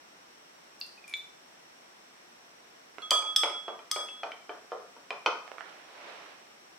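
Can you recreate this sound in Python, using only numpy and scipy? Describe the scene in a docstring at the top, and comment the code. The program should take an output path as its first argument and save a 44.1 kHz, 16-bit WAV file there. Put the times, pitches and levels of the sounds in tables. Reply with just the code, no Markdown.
"""At a kitchen table, a splash of liquid is poured into a small glass tumbler and a few bubbles plink.
A wooden spoon goes in with a light tap and stirs: it clinks on the wall, making the glass ring, and
knocks on the bottom, which thuds through the table. It taps again as it comes out, and a sleeve swishes
as the arm draws back. The small, hard room echoes briefly over a faint, steady hiss."""
import sys
import numpy as np
from scipy import signal
from scipy.fft import rfft, irfft, next_fast_len
from scipy.io import wavfile
from scipy.ndimage import uniform_filter1d

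SR = 44100
rng = np.random.default_rng(int(sys.argv[2]) if len(sys.argv) > 2 else 0)


def master_out(mix):
    """Clip the mix to full scale and print it as 16-bit PCM to the path in sys.argv[1]."""
    frames = np.transpose(np.atleast_2d(mix))
    ceiling = np.clip(frames, -1, 1)
    pcm = np.round(ceiling * 32767).astype(np.int16)
    wavfile.write(sys.argv[1], SR, pcm)


N = 299189
T = np.arange(SR) / SR  # one second: the life of a single hit


def amp(db):
    """Turn decibels into a number to multiply by."""
    return 10 ** (np.asarray(db) / 20)


def fade(fade_s):
    """A dying-away curve. Throughout, fade_s is the time taken to fall by 60 dB."""
    return amp(-60 * T / fade_s)


def unit(x):
    """Scale a sound to an average (rms) strength of 1."""
    return x / np.sqrt(np.mean(x ** 2) + 1e-20)


def along(points, hz):
    """Read between rows of (pitch_hz, value), with octaves evenly spaced."""
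    pitches, values = np.transpose(points)
    return np.interp(np.log(hz + 1), np.log(pitches + 1), values)


def panned(x, pan_db):
    """Make a sound stereo; pan_db is how much louder the left is than the right."""
    return x * amp([[pan_db / 2], [-pan_db / 2]])


def add(track, start_s, x):
    """Mix a sound into the track at start_s."""
    start = round(start_s * SR)
    track[:, start:start + x.shape[-1]] += x[..., :N - start]


def filtered(x, gain):
    """Turn each pitch up or down by gain(hz)."""
    size = x.shape[-1]
    padded = next_fast_len(size + SR // 4)
    hz = np.fft.rfftfreq(padded, 1 / SR)
    return irfft(rfft(x, padded) * gain(hz), padded)[..., :size]


def noise(gain, likeness, size):
    """Stereo noise shaped by gain(hz). Likeness 1 is the same in both ears, 0 unrelated, -1 opposite."""
    def shares(hz):
        angle = np.arccos(np.clip(along(likeness, hz), -1, 1)) / 2
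        return gain(hz) * np.array([np.cos(angle), np.sin(angle)])
    mid, side = filtered(rng.standard_normal((2, size)), shares)
    return unit(np.array([mid + side, mid - side]))


def push(tone, tilt_db):
    """One pulse of peak 1 with the given tone; tilt_db adds treble, in dB per octave."""
    hz = np.fft.rfftfreq(len(T), 1 / SR)
    level_db = along(tone, hz) + tilt_db * np.log2(1 + hz / 1000)
    cepstrum = irfft(np.log(amp(level_db)))
    cepstrum[1:] *= 2 * (T[1:] < .5)  # packs the energy at the start, as in a real hit
    pulse = irfft(np.exp(rfft(cepstrum)))
    return pulse / np.abs(pulse).max()


def ring(notes, attack_s, scatter_db, ratio=1, tilt_db=0):
    """A struck object's fading notes, one a row; scatter_db varies their strengths at random."""
    hz, db, fade_s = np.transpose(notes)[:3, :, None]
    db = db + tilt_db * np.log2(np.maximum(hz / 3300, 1))
    db = db + scatter_db * rng.standard_normal(hz.shape)
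    phase = 2 * np.pi * (hz * ratio * T + rng.random(hz.shape))
    return amp(db) * fade(fade_s) * np.sin(phase) * (1 - np.exp(-T / attack_s))


def crack(fade_s, low_hz, high_hz):
    """A short burst of noise between two pitches."""
    band = signal.butter(2, [low_hz, min(high_hz, SR / 2 - 1000)], "band", fs=SR)
    return unit(signal.lfilter(*band, rng.standard_normal(len(T)))) * fade(fade_s)


# how long the room echoes: pitch_hz, fade_s
ECHO_FADE = [(200, 0.37), (600, 0.44), (1400, 0.52), (2800, 0.42), (8000, 0.49), (15000, 0.32)]
# how alike the echo is in both ears: pitch_hz, likeness
ECHO_LIKENESS = [(200, 0.96), (800, 0.6), (2000, 0.16), (5000, 0.055)]
def in_room(x, echo_db):
    """The direct sound plus a wash of echoes that builds up as the walls answer."""
    size = SR // 2
    hz, t, bands = signal.stft(noise(np.ones_like, ECHO_LIKENESS, size), SR, nperseg=256)
    bands *= amp(-60 * t / along(ECHO_FADE, hz)[:, None])
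    tail = signal.istft(bands, SR, nperseg=256)[1][:, :size]
    tail *= 1 - np.exp(-(T[:size] / 0.0031) ** 2)
    tail /= np.linalg.norm(tail[0])
    x = np.atleast_2d(x)
    return x + amp(echo_db) * signal.fftconvolve(x, tail, axes=1)[:, :len(T)]


# the tone of the hiss: pitch_hz, level_db
HISS_TONE = [(15, -60), (25, -23), (49, -15), (87, -23.5), (170, -9), (354, -2.5), (384, -4), (607, -2.5),
             (677, -1.5), (2000, -5.5), (5000, -13.5), (5570, -6), (6380, -17), (7710, -19), (16000, -30)]
# how alike the hiss is in both ears: pitch_hz, likeness
HISS_LIKENESS = [(60, 0.7), (180, 1), (550, -0.25), (1650, -0.18), (4970, -0.27), (15000, 0.00094)]
# narrow, whining bands in the hiss: pitch_hz, width_hz, level_db
WHINE_BANDS = [(5690, 68, 4), (7620, 190, -6), (8240, 160, -7)]
def room_hiss():
    """A steady hiss with a thin, noisy whine in it."""
    def peaks(hz):
        return sum(amp(db) / (1 + (2 * (hz - centre) / width) ** 2) for centre, width, db in WHINE_BANDS)
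    hiss = noise(lambda hz: amp(along(HISS_TONE, hz)), HISS_LIKENESS, size=N)
    whine = noise(peaks, likeness=[(6000, 0.17)], size=N)
    return amp(-55.5) * hiss + amp(-70.5) * whine


def plink(db, hz, fade_s):
    """One briefly ringing note."""
    return amp(db) * fade(fade_s) * np.sin(2 * np.pi * hz * T) * (1 - np.exp(-T / 0.0003))


# drops falling into the liquid: start_s, low_note_db, high_notes_db
FALLING_DROPS = [(0.813, -37, -19.5), (0.976, -48.5, -62), (1.041, -42.5, -62), (1.079, -42, -55),
                 (1.096, -44, -62), (1.112, -44, -62), (1.127, -39, -62), (1.138, -25, -24.5)]
# droplets that spatter: start_s, pitch_hz, level_db
DROPLETS = [(.802, 13100, -49.5), (.863, 9040, -52.5), (1.078, 9500, -49), (1.08, 7040, -60),
            (1.095, 10150, -49), (1.139, 7070, -47.5), (1.17, 14000, -54)]
def pour():
    """Each drop rings the bubbly liquid and the glass; droplets splat, each with a tiny bubble."""
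    out = np.zeros((2, N))
    first_hz, sink_hz_per_s = 2730, 1310  # the pitch sinks as the liquid fills with bubbles
    high_ratios = 1.66 * (1 + 0.06 * np.array([-0.8, -0.4, 0.12, 0.42, 0.67]))
    for start_s, low_db, high_db in FALLING_DROPS:
        hz = first_hz - sink_hz_per_s * (start_s - FALLING_DROPS[0][0])
        low = plink(low_db, hz, fade_s=0.062)
        high = np.mean([plink(high_db, hz * ratio, fade_s=0.026) for ratio in high_ratios], axis=0)
        wall_db = -27.5 + 1.94 * (low_db + 25)  # loud drops ring the glass far more
        wall = plink(wall_db, hz=3506, fade_s=0.085)
        add(out, start_s, in_room(low, echo_db=-6) + in_room(high, echo_db=-1.5))
        add(out, start_s, in_room(wall, echo_db=-3))
    for start_s, hz, db in DROPLETS:
        splat = amp(db) * crack(fade_s=0.022, low_hz=0.48 * hz, high_hz=1.2 * hz)
        bubble = plink(db - 2.5, hz, fade_s=0.043)
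        add(out, start_s, in_room(splat + bubble, echo_db=-0.2))
    return out


# taps as the spoon goes in and comes out: start_s, level_db
SPOON_TAPS = [(2.984, -28), (5.478, -34), (5.517, -29.5), (5.583, -29.5), (5.608, -28.5)]
# the tone of a tap: pitch_hz, level_db
TAP_TONE = [(100, -27), (450, 5.5), (1300, 9), (2200, 4.5), (3500, -9.5), (7000, -28), (15000, -46)]
def spoon_taps():
    """Light, dry taps on the right: each is a sharp touch with a short, noisy tail."""
    out = np.zeros((2, N))
    for start_s, db in SPOON_TAPS:
        contact = amp(-17) * rng.standard_normal(len(T)) * fade(0.0096)
        contact[0] = 1  # the touch itself
        tap = signal.fftconvolve(contact, push(TAP_TONE, tilt_db=0))[:len(T)]
        tap *= amp(db) / np.abs(tap).max()
        add(out, start_s, in_room(panned(tap, pan_db=-9.5), echo_db=-2.5))
    return out


# spoon hits on the wall: start_s, touch_db, ring_db, tilt_db_per_octave, spoon_pitch_ratio, pan_db, mute_s
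WALL_HITS = [(3.0195, -45, -34, -9, 0.82, -2.5, 3), (3.1072, -9.5, -22, -4, 0.94, 0, 3.324),
             (3.3618, -11, -27.5, -1.5, 1.015, -0.5, 3.7), (3.9133, -13.5, -30, -2, 1.005, 2, 4.21)]
# the notes of the glass: pitch_hz, free_level_db, fade_s, pan_db, touched_level_db
GLASS_NOTES = [(1254, -6, .72, 0, -22), (3338, -12, 1, 6, -14), (3347, -1, 1.2, -3, -8),
               (5040, -22, .42, 0, -16), (6150, -28, .3, 0, -15), (6238, -11, .38, 2, -18),
               (7230, -29, .4, 0, -21), (8156, -17, .35, -3, -10), (8915, -19, .35, -2, -18),
               (10000, -29, .33, -2, -25), (10290, -30, .35, 0, -28), (11950, -27, .35, -2, -21),
               (13300, -33, .28, -2, -29), (14530, -33, .25, 0, -34), (15110, -33, .24, 0, -28)]
# the notes of the spoon's bowl, struck on its edge: pitch_hz, level_db, fade_s
BOWL_NOTES = [(3332, -2, 0.03), (3680, -20, 0.023), (4400, -25, 0.022), (4740, -11, 0.018),
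              (5170, 0, 0.019)]
def wall_clinks():
    """The glass is muffled while the spoon touches, then rings until the spoon rests on it at mute_s."""
    out = np.zeros((2, N))
    sides = amp(np.outer([.5, -.5], np.transpose(GLASS_NOTES)[3]))  # each note spreads its own way
    delay_s = np.array([[.00007], [0]])  # the ring reaches the left a little late
    muffled_notes = [(hz, touched_db, .033) for hz, _, _, _, touched_db in GLASS_NOTES]
    mute_db_per_s, slosh_hz = 107, 7
    for start_s, touch_db, ring_db, tilt_db, ratio, pan_db, mute_s in WALL_HITS:
        wall = ring(muffled_notes, attack_s=0.0011, scatter_db=2.5, ratio=0.99, tilt_db=tilt_db).sum(0)
        bowl = ring(BOWL_NOTES, attack_s=0.00096, scatter_db=3, ratio=ratio).sum(0)
        click = amp(-12) * crack(fade_s=0.014, low_hz=700, high_hz=9200)
        touch = amp(touch_db) * (wall + bowl + click)
        free = sides @ ring(GLASS_NOTES, attack_s=0.0073, scatter_db=1, tilt_db=tilt_db)
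        free *= amp(ring_db - mute_db_per_s * np.maximum(T + start_s - mute_s, 0))
        free *= amp(2.1 * np.sin(2 * np.pi * (slosh_hz * T + rng.random())))  # sloshing makes it waver
        free = filtered(free, lambda hz: np.exp(-2j * np.pi * hz * delay_s))
        add(out, start_s, in_room(panned(touch, pan_db), echo_db=-2.5))
        add(out, start_s, in_room(panned(free, pan_db), echo_db=-14))
    return out


# spoon hits on the bottom, with lighter touches between: start_s, thud_db, spoon_db, spoon_pitch_ratio
BOTTOM_HITS = [(3.1161, -23, -25, 1.02), (3.2246, -35.5, -38, 1), (3.266, -58, -41.5, 1.02),
               (3.434, -18, -19.5, 0.99), (3.681, -28.5, -41, 0.98), (3.791, -54, -41.5, 1.02),
               (3.961, -28, -32, 0.98), (4.086, -51, -36.5, 1.14), (4.2329, -26, -32, 1.04),
               (4.318, -48, -31.5, 0.99), (4.494, -30.5, -37, 1.004), (4.7189, -29.5, -43, 1.04),
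               (4.965, -43, -55, 1.06), (5.1058, -29.5, -25.5, 1.03), (5.261, -16.5, -16, 1.065)]
# the notes of the wooden spoon: pitch_hz, level_db, fade_s
SPOON_NOTES = [(1927, -7.5, 0.013), (2346, -2, 0.037), (2650, -21.5, 0.0085), (4000, -15, 0.013),
               (4920, -17, 0.029), (9700, -39, 0.033)]
# the notes of the glass's thick base: pitch_hz, level_db, fade_s
BASE_NOTES = [(1337, -7.5, 0.011), (1502, -12.5, 0.027), (3098, -5.5, 0.047), (3420, -20.5, 0.056)]
# the notes of the table top: pitch_hz, level_db, fade_s
TABLE_NOTES = [(335, -13, .3), (412, -7, .35), (444, -3, .38), (498, -5, .3), (547, -3, .33), (579, 0, .35),
               (620, -6, .3), (713, 0, .35), (805, -5, .3), (896, -2, .33), (929, -2, .33), (1040, -5, .33),
               (1090, -5, .33), (1159, -2, .35), (1197, -3, .35), (1325, -6, .33), (1402, -7, .33)]
# the tone of the thud: pitch_hz, level_db
THUD_TONE = [(40, -25), (130, -35.5), (250, -18), (450, 0.5), (600, 1.5), (900, 2), (1250, 3), (1700, -7),
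             (3000, -16.5), (6000, -17), (8000, -56.5), (15000, -58)]
def bottom_knocks():
    """A knock rings the spoon, the base and the glass's lowest note, and passes into the table."""
    out = np.zeros((2, N))
    hard_hit_db, glass_hz = -19.5, GLASS_NOTES[0][0]
    for start_s, thud_db, spoon_db, ratio in BOTTOM_HITS:
        force_db = thud_db - hard_hit_db  # harder hits are brighter and ring the glass far more
        thud_tilt_db = max(-1.5 + 0.47 * force_db, -17)
        glass_db = -39 + 2.6 * force_db
        spoon_tilt_db = -1.2 + 0.4 * (spoon_db - hard_hit_db)
        spoon = ring(SPOON_NOTES, attack_s=0.00017, scatter_db=2.5, ratio=ratio, tilt_db=spoon_tilt_db)
        click = amp(-7.5) * crack(fade_s=0.0037, low_hz=1200, high_hz=4360)
        base = ring(BASE_NOTES, attack_s=0.00086, scatter_db=1.5)
        touch = amp(spoon_db) * (spoon.sum(0) + click + base.sum(0))
        rattle = amp(-18.5) * rng.standard_normal(len(T)) * fade(0.046)  # the table's many short notes
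        rattle[0] = 1  # the hit itself
        thud = amp(thud_db) * signal.fftconvolve(rattle, push(THUD_TONE, thud_tilt_db))[:len(T)]
        table = amp(thud_db - 20.5) * ring(TABLE_NOTES, attack_s=0.0012, scatter_db=0).sum(0)
        glass = amp(glass_db) * np.sin(2 * np.pi * glass_hz * T) * fade(0.5)  # cut short by the spoon
        add(out, start_s, in_room(touch, echo_db=-4.5))
        add(out, start_s, in_room(thud, echo_db=2.5) + in_room(table + glass, echo_db=-13))
    bass_cut = signal.butter(3, 215, "high", fs=SR)  # the knocks carry little deep bass
    return signal.lfilter(*bass_cut, out)


# how loud the sleeve is as it moves: time_s, level_db
SLEEVE_LEVELS = [(5.68, -53.5), (5.856, -58), (6.082, -48), (6.304, -53.5), (6.532, -67.5), (6.55, -73)]
# the tone of sliding cloth: pitch_hz, level_db
CLOTH_TONE = [(100, -44.5), (300, -6.5), (650, 3.5), (1300, 0), (2500, -2), (4500, -11.5), (8000, -28.5),
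              (15000, -46.5)]
def sleeve_swish():
    """Cloth slides in uneven little catches, so its soft noise flickers."""
    times_s, db = np.transpose(SLEEVE_LEVELS)
    t = np.arange(N) / SR
    outside_s = np.abs(t - np.clip(t, times_s[0], times_s[-1]))
    level_db = np.interp(t, times_s, db) - 60 * outside_s  # fades in and out
    catches = unit(uniform_filter1d(rng.standard_normal(N), size=400))
    swish = noise(lambda hz: amp(along(CLOTH_TONE, hz)), [(200, 1), (700, 0.32), (1500, 0)], size=N)
    return panned(amp(level_db + 2 + 0.47 * catches) * swish, pan_db=-4)


def scene():
    """All the kitchen's sounds added together."""
    return room_hiss() + pour() + spoon_taps() + wall_clinks() + bottom_knocks() + sleeve_swish()


def record(dry):
    """Cut the deepest rumble and the very highest treble."""
    low_hz, top_hz = 48, 15850
    return filtered(dry, lambda hz: (hz < top_hz) * hz ** 2 / np.hypot(hz ** 2, low_hz ** 2))


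dry = scene()
out = record(dry)
master_out(out)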